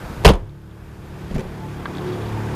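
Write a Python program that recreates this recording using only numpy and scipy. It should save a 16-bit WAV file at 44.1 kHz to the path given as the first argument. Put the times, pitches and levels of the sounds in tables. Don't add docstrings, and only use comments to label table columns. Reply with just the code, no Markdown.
import sys
import numpy as np
from scipy import signal
from scipy.io import wavfile
from scipy.ndimage import uniform_filter1d

SR = 44100
rng = np.random.default_rng(int(sys.argv[2]) if len(sys.argv) > 2 else 0)


def digitize_waveform(pressure):
    field = np.atleast_2d(pressure).T
    bounded = np.clip(field, -1, 1)
    quanta = np.round(bounded * 32767).astype(np.int16)
    wavfile.write(sys.argv[1], SR, quanta)


def amplitude_ratio(level_db):
    exponent = np.asarray(level_db, float) / 20
    return 10 ** exponent


N = 112454

# pitch_hz, density_db (per Hz)
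TRAFFIC_SPECTRUM = [(12, -41), (28, -1), (82, -0.5), (178, -3.5), (242, -25), (357, -15.5), (1510, -24),
                    (13400, -49), (15000, -67)]
TRAFFIC_DB, TRAFFIC_PATCHY_DB = -32.5, 1.2
FAN_HZ, FAN_T60_S, FAN_DB = 1530, 0.026, -50
HISS_DB, HISS_FROM_HZ = -51, 7700

# start_s, firing_pattern_hz, level_db, nearness (0 far to 2 near)
ENGINE_PATH = [
    (0, 36.1, -51.5, 0.16),
    (.5, 35.48, -28, 0.28),
    (.73, 36.34, -35, 0.13),
    (1.26, 36.37, -33, 0.54),
    (1.6, 36.35, -32.5, 0.63),
    (1.95, 36.09, -32.5, 0.96),
    (2.15, 36.3, -31, 1.28),
    (2.3, 36.08, -29.5, 1.534),
    (2.55, 36.28, -29.5, 1.22),
]
# multiple (of firing pattern), level_db
FAR_ORDERS = [(1, 7), (2, 7.5), (3, 6.5), (4, 0), (5, -1), (6, -12.5), (7, -35), (8, -15), (9, -9.5),
              (10, -11), (11, -17), (12, -16), (13, -13), (14, -22)]
# multiple (of firing pattern), level_db
MID_ORDERS = [(1, -42.5), (2, -3), (3, -4.5), (4, 4.5), (5, 0.5), (6, -4.5), (7, -3), (8, -6.5), (9, -3),
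              (10, -2), (11, -19), (12, -8), (13, -35), (14, -8.5)]
# multiple (of firing pattern), level_db
NEAR_ORDERS = [(1, -43), (2, -8), (3, 18.5), (4, -6.5), (5, -10), (6, -4.5), (7, -28), (8, -16.5), (9, -14),
               (10, -11), (11, -19), (12, -3), (13, -1), (14, -12.5)]
ORDER_WANDER_DB, ORDER_WANDER_HZ = 2.0, 3.0
# centre_s, length_s, lift_db, pitch_hz
PANEL_BUZZES = [
    (2.1, 0.048, 10, 363),
    (1.98, 0.021, 12, 290),
]
# multiple (of firing pattern), level_db
VALVE_ORDERS = [(19, -13.5), (20, -26), (21, -19), (23, -15.5), (24, -11), (25, -18.5), (26, -16.5)]
VALVE_NEAR_DB, VALVE_WANDER_DB = 9.5, 6.5
# pitch_hz, density_db (per Hz)
CLATTER_SPECTRUM = [(150, -62), (250, -11), (364, -4.5), (397, -12), (600, -16), (844, -11.5),
                    (1210, -16.5), (13500, -48.5), (15000, -61)]
# start_s, level_db
CLATTER_LEVEL = [
    (0, -38.5),
    (.6, -45),
    (1.2, -35.5),
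    (1.5, -34),
    (1.8, -34.5),
    (2.05, -31),
    (2.25, -32.5),
    (2.55, -31.5),
]
CLATTER_GATE, CLATTER_PATCHY_DB = 0.13, 1.0

# pitch_hz, density_db (per Hz)
SWING_SPECTRUM = [(12, -36), (20, -24), (48, -11), (143, 0), (192, -10), (313, -2), (359, -7), (5000, -37),
                  (6500, -58), (11000, -120)]
SWING_DB, SWING_END_S = -40.5, 0.29
# start_s, crack_db, panel_db, boom_db
SLAM_CONTACTS = [(0.239, -67, -23.5, -31), (.248, -11.5, -9, -24), (0.25, -9, -5, -9),
                 (0.256, -24, -10, -46), (0.259, -12.5, -4, -8), (0.266, -19, -10, 4.5),
                 (0.278, -22, -41, 5), (.287, -15.5, -3, -5.5), (0.294, -21.5, -7.5, -2),
                 (0.302, -26, -7.5, -19), (0.313, -43, -31, -17), (0.335, -25, -11.5, -13),
                 (.355, -43, -16.5, -24), (0.42, -54, -51, -22)]
# pitch_hz, density_db (per Hz)
CRACK_SPECTRUM = [(710, -9), (1200, 0), (2000, -5), (2800, 0), (4700, -11), (8000, -20), (13500, -24),
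                  (15000, -35)]
CRACK_T60_S, PANEL_T60_S = 0.088, 0.092
LATE_S, LATE_CUT_HZ = 0.3, 11500
# pitch_hz, width_hz, level_db
DOOR_SKIN = [(244, 160, 2.5), (194, 40, 1.5), (366, 18, -1.5), (425, 24, -3.5), (446, 52, -0.5),
             (525, 19, -2), (630, 65, -4.5), (687, 46, -6), (850, 140, -2.5), (960, 72, -2.5),
             (1180, 82, -11), (1393, 30, -24.5)]
# pitch_hz, level_db, t60_s
CABIN_BOOM = [(36, -1, 0.42), (66.8, -6.5, 0.22), (144.5, -4, 0.066), (198, 1, 0.072)]
PUSH_HZ = 278
# start_s, level_db
STRIKES = [(0.2487, -15), (0.2506, -4), (.2535, -8), (.2575, -22), (0.2602, -8), (.265, -5), (0.273, -11),
           (0.2787, -6.5), (.2855, -28), (.2915, -10), (.2935, -14), (.301, -32), (.311, -40)]
# pitch_hz, level_db, t60_s
STRIKER_MODES = [(806, -3, 0.066), (958, -1.5, 0.044), (1168, -6.5, 0.017), (2760, -2, 0.017),
                 (3730, -20.5, 0.014), (3980, -11, 0.024)]
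STRIKE_T60_S, STRIKE_FROM_HZ, STRIKE_TO_HZ = 0.01, 2300, 6500
# start_s, level_db, pitch_hz, t60_s
SETTLES = [
    (.2925, -4, 192, .14),
    (.362, -13, 62, .25),
    (.415, -11, 100, .3),
    (1.359, -11, 55, .11),
    (1.309, -28, 70, .15),
    (2.34, -27, 62, .2),
]
THUD_S, THUD_DB, THUD_HZ, THUD_T60_S = 0.2603, 11, 58, 0.2
SWAY_S, SWAY_DB, SWAY_HZ, SWAY_T60_S = 0.329, -1, 36, 0.3
TAIL_S, TAIL_DB, TAIL_T60_S, TAIL_CUT_HZ = 0.26, -9.5, 0.48, 1860

# start_s, level_db
JINGLES = [
    (.292, -33),
    (.320, -28),
    (.337, -30),
    (.354, -37),
    (.378, -46),
    (1.3468, -37),
    (1.395, -40),
    (1.405, -43),
]
# pitch_hz, level_db, t60_s
KEY_MODES = [(6300, -5, .01), (8700, -4, .01), (9700, 0, .013), (10800, -3, .01)]
# start_s, level_db
TICKS = [
    (.4943, -30),
    (.7113, -37),
    (1.951, -26),
    (1.9704, -24),
    (1.983, -24),
    (2.01, -33),
    (2.2209, -31),
    (2.2837, -31),
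]
# pitch_hz, level_db, t60_s
TICK_MODES = [(1650, -9, .015), (3400, -7, .016), (3800, -7, .015), (4450, -10, .012)]

# start_s, rustle_db, panel_db, boom_db
BUMP_CONTACTS = [
    (0.194, -60, -38, -55),
    (1.31, -34, -19.5, -19),
    (1.342, -35, -32, -14),
    (1.348, -32.5, -32, -27),
    (1.354, -32, -40, -9),
    (1.362, -32, -13, -20),
    (1.381, -29.5, -18.5, -22),
    (1.394, -29.5, -24, -19.5),
    (1.405, -30.5, -19.5, -30),
    (1.453, -60, -19, -20.5),
]
# pitch_hz, density_db (per Hz)
RUSTLE_SPECTRUM = [(1000, -33), (1600, 6), (4800, -10), (7500, -15), (9700, -24), (12000, -21),
                   (14500, -18), (15000, -40)]
RUSTLE_T60_S, SOFT_ATTACK_S, BUMP_CUT_HZ = 0.04, 0.004, 500

# start_s, level_db
LATCH_SNAPS = [
    (1.8557, -13),
    (1.8601, -19),
]
# pitch_hz, level_db, t60_s
LATCH_MODES = [(980, -3, .018), (1210, 0, .024), (1620, -2, .022), (2100, -9, .014), (2600, -16, .006),
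               (3000, -16, .012), (3350, -12, .012), (3800, -12, .006), (4400, -13, .006)]
STRENGTH_SPREAD_DB = 1.5
# start_s, length_s, level_db
SCRAPES = [
    (2.06, .05, -44),
    (2.115, .04, -40),
    (2.25, .018, -44),
]

# start_s, depth_db
DUCKS = [
    (0.269, 20),
    (1.36, 2),
]
DUCK_ATTACK_S, DUCK_RELEASE_S = 0.08, 0.84
CLIP_TOP, CLIP_HARDNESS = 0.88, 3.1
MIC_CUT_HZ, RUMBLE_CUT_HZ, CUTOFF_HZ = 30, 4, 14250


def seconds():
    return np.arange(N) / SR


def rms_one(x):
    return x / np.sqrt(np.mean(x ** 2) + 1e-20)


def in_time(rows):
    s, *columns = np.transpose(rows)
    return [np.interp(seconds(), s, c) for c in columns]


def low_pass(x, cut_hz):
    return signal.sosfilt(signal.butter(2, cut_hz, fs=SR, output="sos"), x)


def high_pass(x, cut_hz):
    return signal.sosfilt(signal.butter(1, cut_hz, "high", fs=SR, output="sos"), x)


def band_pass(x, low_hz, high_hz, order):
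    return signal.sosfilt(signal.butter(order, [low_hz, high_hz], "band", fs=SR, output="sos"), x)


def drift(rate_hz):
    r = np.exp(-80 * np.pi * rate_hz / SR)
    white = rng.standard_normal(N // 40 + 2002)
    slow = signal.lfilter([1], [1, -2 * r, r * r], white)[2000:]
    return np.interp(np.arange(N) / 40, np.arange(len(slow)), rms_one(slow))


def coloured(spectrum, patchy_db):
    out = 0
    edges = 20 * 2 ** np.arange(0, 10, 0.5)
    white = rng.standard_normal((2, N))
    hz, db = np.transpose(spectrum)
    together = drift(1.01)
    for k, (low, high) in enumerate(zip(edges, edges[1:])):
        if high < hz[0] or low > hz[-1]:
            continue
        band = band_pass(white[k % 2], low, high, 2)
        level_db = np.interp(np.log(low * high) / 2, np.log(hz), db, left=-60, right=-60)
        flicker_db = patchy_db * (0.32 * together + drift(6.7))
        out = out + band * amplitude_ratio(level_db + flicker_db)
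    return rms_one(out)


def clicks(s, db):
    out = np.full(N, 1e-18)
    out[(np.asarray(s) * SR).astype(int)] = amplitude_ratio(np.asarray(db))
    return out


def ring(x, hz, t60):
    r, w = amplitude_ratio(-60 / (t60 * SR)), 2 * np.pi * hz / SR
    return signal.lfilter([0, np.sin(w)], [1, -2 * r * np.cos(w), r * r], x)


def dying(s, db, t60):
    return signal.lfilter([1], [1, -amplitude_ratio(-60 / (t60 * SR))], clicks(s, db))


def struck(events, modes):
    s, db = np.transpose(events)
    spread = rng.normal(0, STRENGTH_SPREAD_DB, (len(s), len(modes)))
    rings = 0
    for k, (hz, level_db, t60) in enumerate(modes):
        rings = rings + (-1) ** k * ring(clicks(s, db + level_db + spread[:, k]), hz, t60)
    return band_pass(rings, 0.85 * modes[0][0], 1.15 * modes[-1][0], 3)


def skin():
    white = rng.standard_normal((len(DOOR_SKIN), N))
    modes = enumerate(DOOR_SKIN)
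    return rms_one(sum(amplitude_ratio(db) * rms_one(ring(white[k], hz, 1.05 / width)) for k, (hz, width, db) in modes))


def boom(s, db):
    push = low_pass(clicks(s, db), PUSH_HZ)
    return sum(amplitude_ratio(level_db) * ring(push, hz, t60) for hz, level_db, t60 in CABIN_BOOM)


def traffic():
    rumble = amplitude_ratio(TRAFFIC_DB) * coloured(TRAFFIC_SPECTRUM, patchy_db=TRAFFIC_PATCHY_DB)
    fan = rms_one(ring(rng.standard_normal(N), FAN_HZ, FAN_T60_S))
    return rumble + amplitude_ratio(FAN_DB) * fan


def steady_hiss():
    return amplitude_ratio(HISS_DB) * high_pass(rng.standard_normal(N), HISS_FROM_HZ)


def engine():
    hz, db, near = in_time(ENGINE_PATH)
    turn = 2 * np.pi * np.cumsum(hz) / SR
    tables = np.array([FAR_ORDERS, MID_ORDERS, NEAR_ORDERS])[:, :, 1]
    start = rng.uniform(0, 2 * np.pi, len(FAR_ORDERS))
    out = 0
    for k in range(len(FAR_ORDERS)):
        level_db = np.interp(near, [0, 1, 2], tables[:, k])
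        level_db += ORDER_WANDER_DB * drift(ORDER_WANDER_HZ)
        for s, length, lift_db, buzz_hz in PANEL_BUZZES:
            if round(buzz_hz / hz.mean()) == k + 1:
                level_db += lift_db * np.exp(-0.5 * ((seconds() - s) / length) ** 2)
        out = out + amplitude_ratio(level_db) * np.sin((k + 1) * turn + start[k])
    for multiple, level_db in VALVE_ORDERS:
        valve_db = level_db + VALVE_NEAR_DB * (near - 1.74) + VALVE_WANDER_DB * drift(4.3)
        out = out + amplitude_ratio(valve_db) * np.sin(round(multiple) * turn + rng.uniform(0, 2 * np.pi))
    clatter = coloured(CLATTER_SPECTRUM, patchy_db=CLATTER_PATCHY_DB) * (1 + CLATTER_GATE * np.cos(turn))
    return amplitude_ratio(db) * out + amplitude_ratio(in_time(CLATTER_LEVEL)[0]) * clatter


def door_swing():
    return amplitude_ratio(SWING_DB) * coloured(SWING_SPECTRUM, patchy_db=2.0) * (seconds() < SWING_END_S)


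def slam():
    s, crack_db, panel_db, boom_db = np.transpose(SLAM_CONTACTS)
    noise, panel = coloured(CRACK_SPECTRUM, patchy_db=-1.0), skin()
    dull = low_pass(noise, LATE_CUT_HZ)
    late = s > LATE_S
    crack = dying(s[~late], crack_db[~late], CRACK_T60_S) * noise
    crack += dying(s[late], crack_db[late], CRACK_T60_S) * dull
    diffuse = (panel + 0.29 * low_pass(noise, TAIL_CUT_HZ) + 0.1 * dull)[::-1]
    shudder = dying([TAIL_S], TAIL_DB, TAIL_T60_S) * diffuse
    return crack + dying(s, panel_db, PANEL_T60_S) * panel + boom(s, boom_db) + shudder


def metal_strikes():
    s, db = np.transpose(STRIKES)
    bright = band_pass(rng.standard_normal(N), STRIKE_FROM_HZ, STRIKE_TO_HZ, 1)
    rings = sum(amplitude_ratio(level_db) * ring(clicks(s, db), hz, t60) for hz, level_db, t60 in STRIKER_MODES)
    return dying(s, db, STRIKE_T60_S) * bright + rings


def thud_and_settling():
    thud = -ring(low_pass(clicks([THUD_S], THUD_DB), PUSH_HZ), THUD_HZ, THUD_T60_S)
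    sway = ring(low_pass(clicks([SWAY_S], SWAY_DB), SWAY_HZ * 2), SWAY_HZ, SWAY_T60_S)
    knocks = sum(ring(low_pass(clicks([s], db), PUSH_HZ), hz, t60) for s, db, hz, t60 in SETTLES)
    return thud + sway + knocks


def keys():
    return struck(JINGLES, KEY_MODES)


def ticks():
    return struck(TICKS, TICK_MODES)


def bump():
    s, rustle_db, panel_db, boom_db = np.transpose(BUMP_CONTACTS)
    soft = int(SOFT_ATTACK_S * SR)
    rustle = uniform_filter1d(dying(s, rustle_db, RUSTLE_T60_S), soft)
    rustle = rustle * coloured(RUSTLE_SPECTRUM, patchy_db=2.0)
    knock = uniform_filter1d(dying(s, panel_db, PANEL_T60_S), soft) * low_pass(skin(), BUMP_CUT_HZ)
    return rustle + knock + boom(s, boom_db)


def latch():
    return struck(LATCH_SNAPS, LATCH_MODES)


def scrape():
    stroke = 0
    for s, length, db in SCRAPES:
        stroke = stroke + amplitude_ratio(db) * np.sin(np.pi * np.clip((seconds() - s) / length, 0, 1))
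    white = rng.standard_normal(N)
    return stroke * rms_one(sum(amplitude_ratio(db) * ring(white, hz, t60) for hz, db, t60 in TICK_MODES))


def scene():
    background = traffic() + steady_hiss() + engine()
    door = door_swing() + slam() + metal_strikes() + thud_and_settling()
    return (background + door + keys() + ticks() + bump() + latch() + scrape())[None]


def top_cut(x):
    return signal.sosfilt(signal.butter(12, 15290, fs=SR, output="sos"), x)


def record(dry):
    duck_db = 0
    for s, depth_db in DUCKS:
        t = np.maximum(seconds() - s, 0)
        duck_db = duck_db + depth_db * (1 - np.exp(-t / DUCK_ATTACK_S)) * np.exp(-t / DUCK_RELEASE_S)
    x = high_pass(dry, MIC_CUT_HZ) * amplitude_ratio(-duck_db) / CLIP_TOP
    x = CLIP_TOP * x / (1 + np.abs(x) ** CLIP_HARDNESS) ** (1 / CLIP_HARDNESS)
    x = signal.sosfilt(signal.ellip(10, 0.3, 65, CUTOFF_HZ, fs=SR, output="sos"), x)
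    return top_cut(high_pass(x, RUMBLE_CUT_HZ))


dry = scene()
out = record(dry)
digitize_waveform(out)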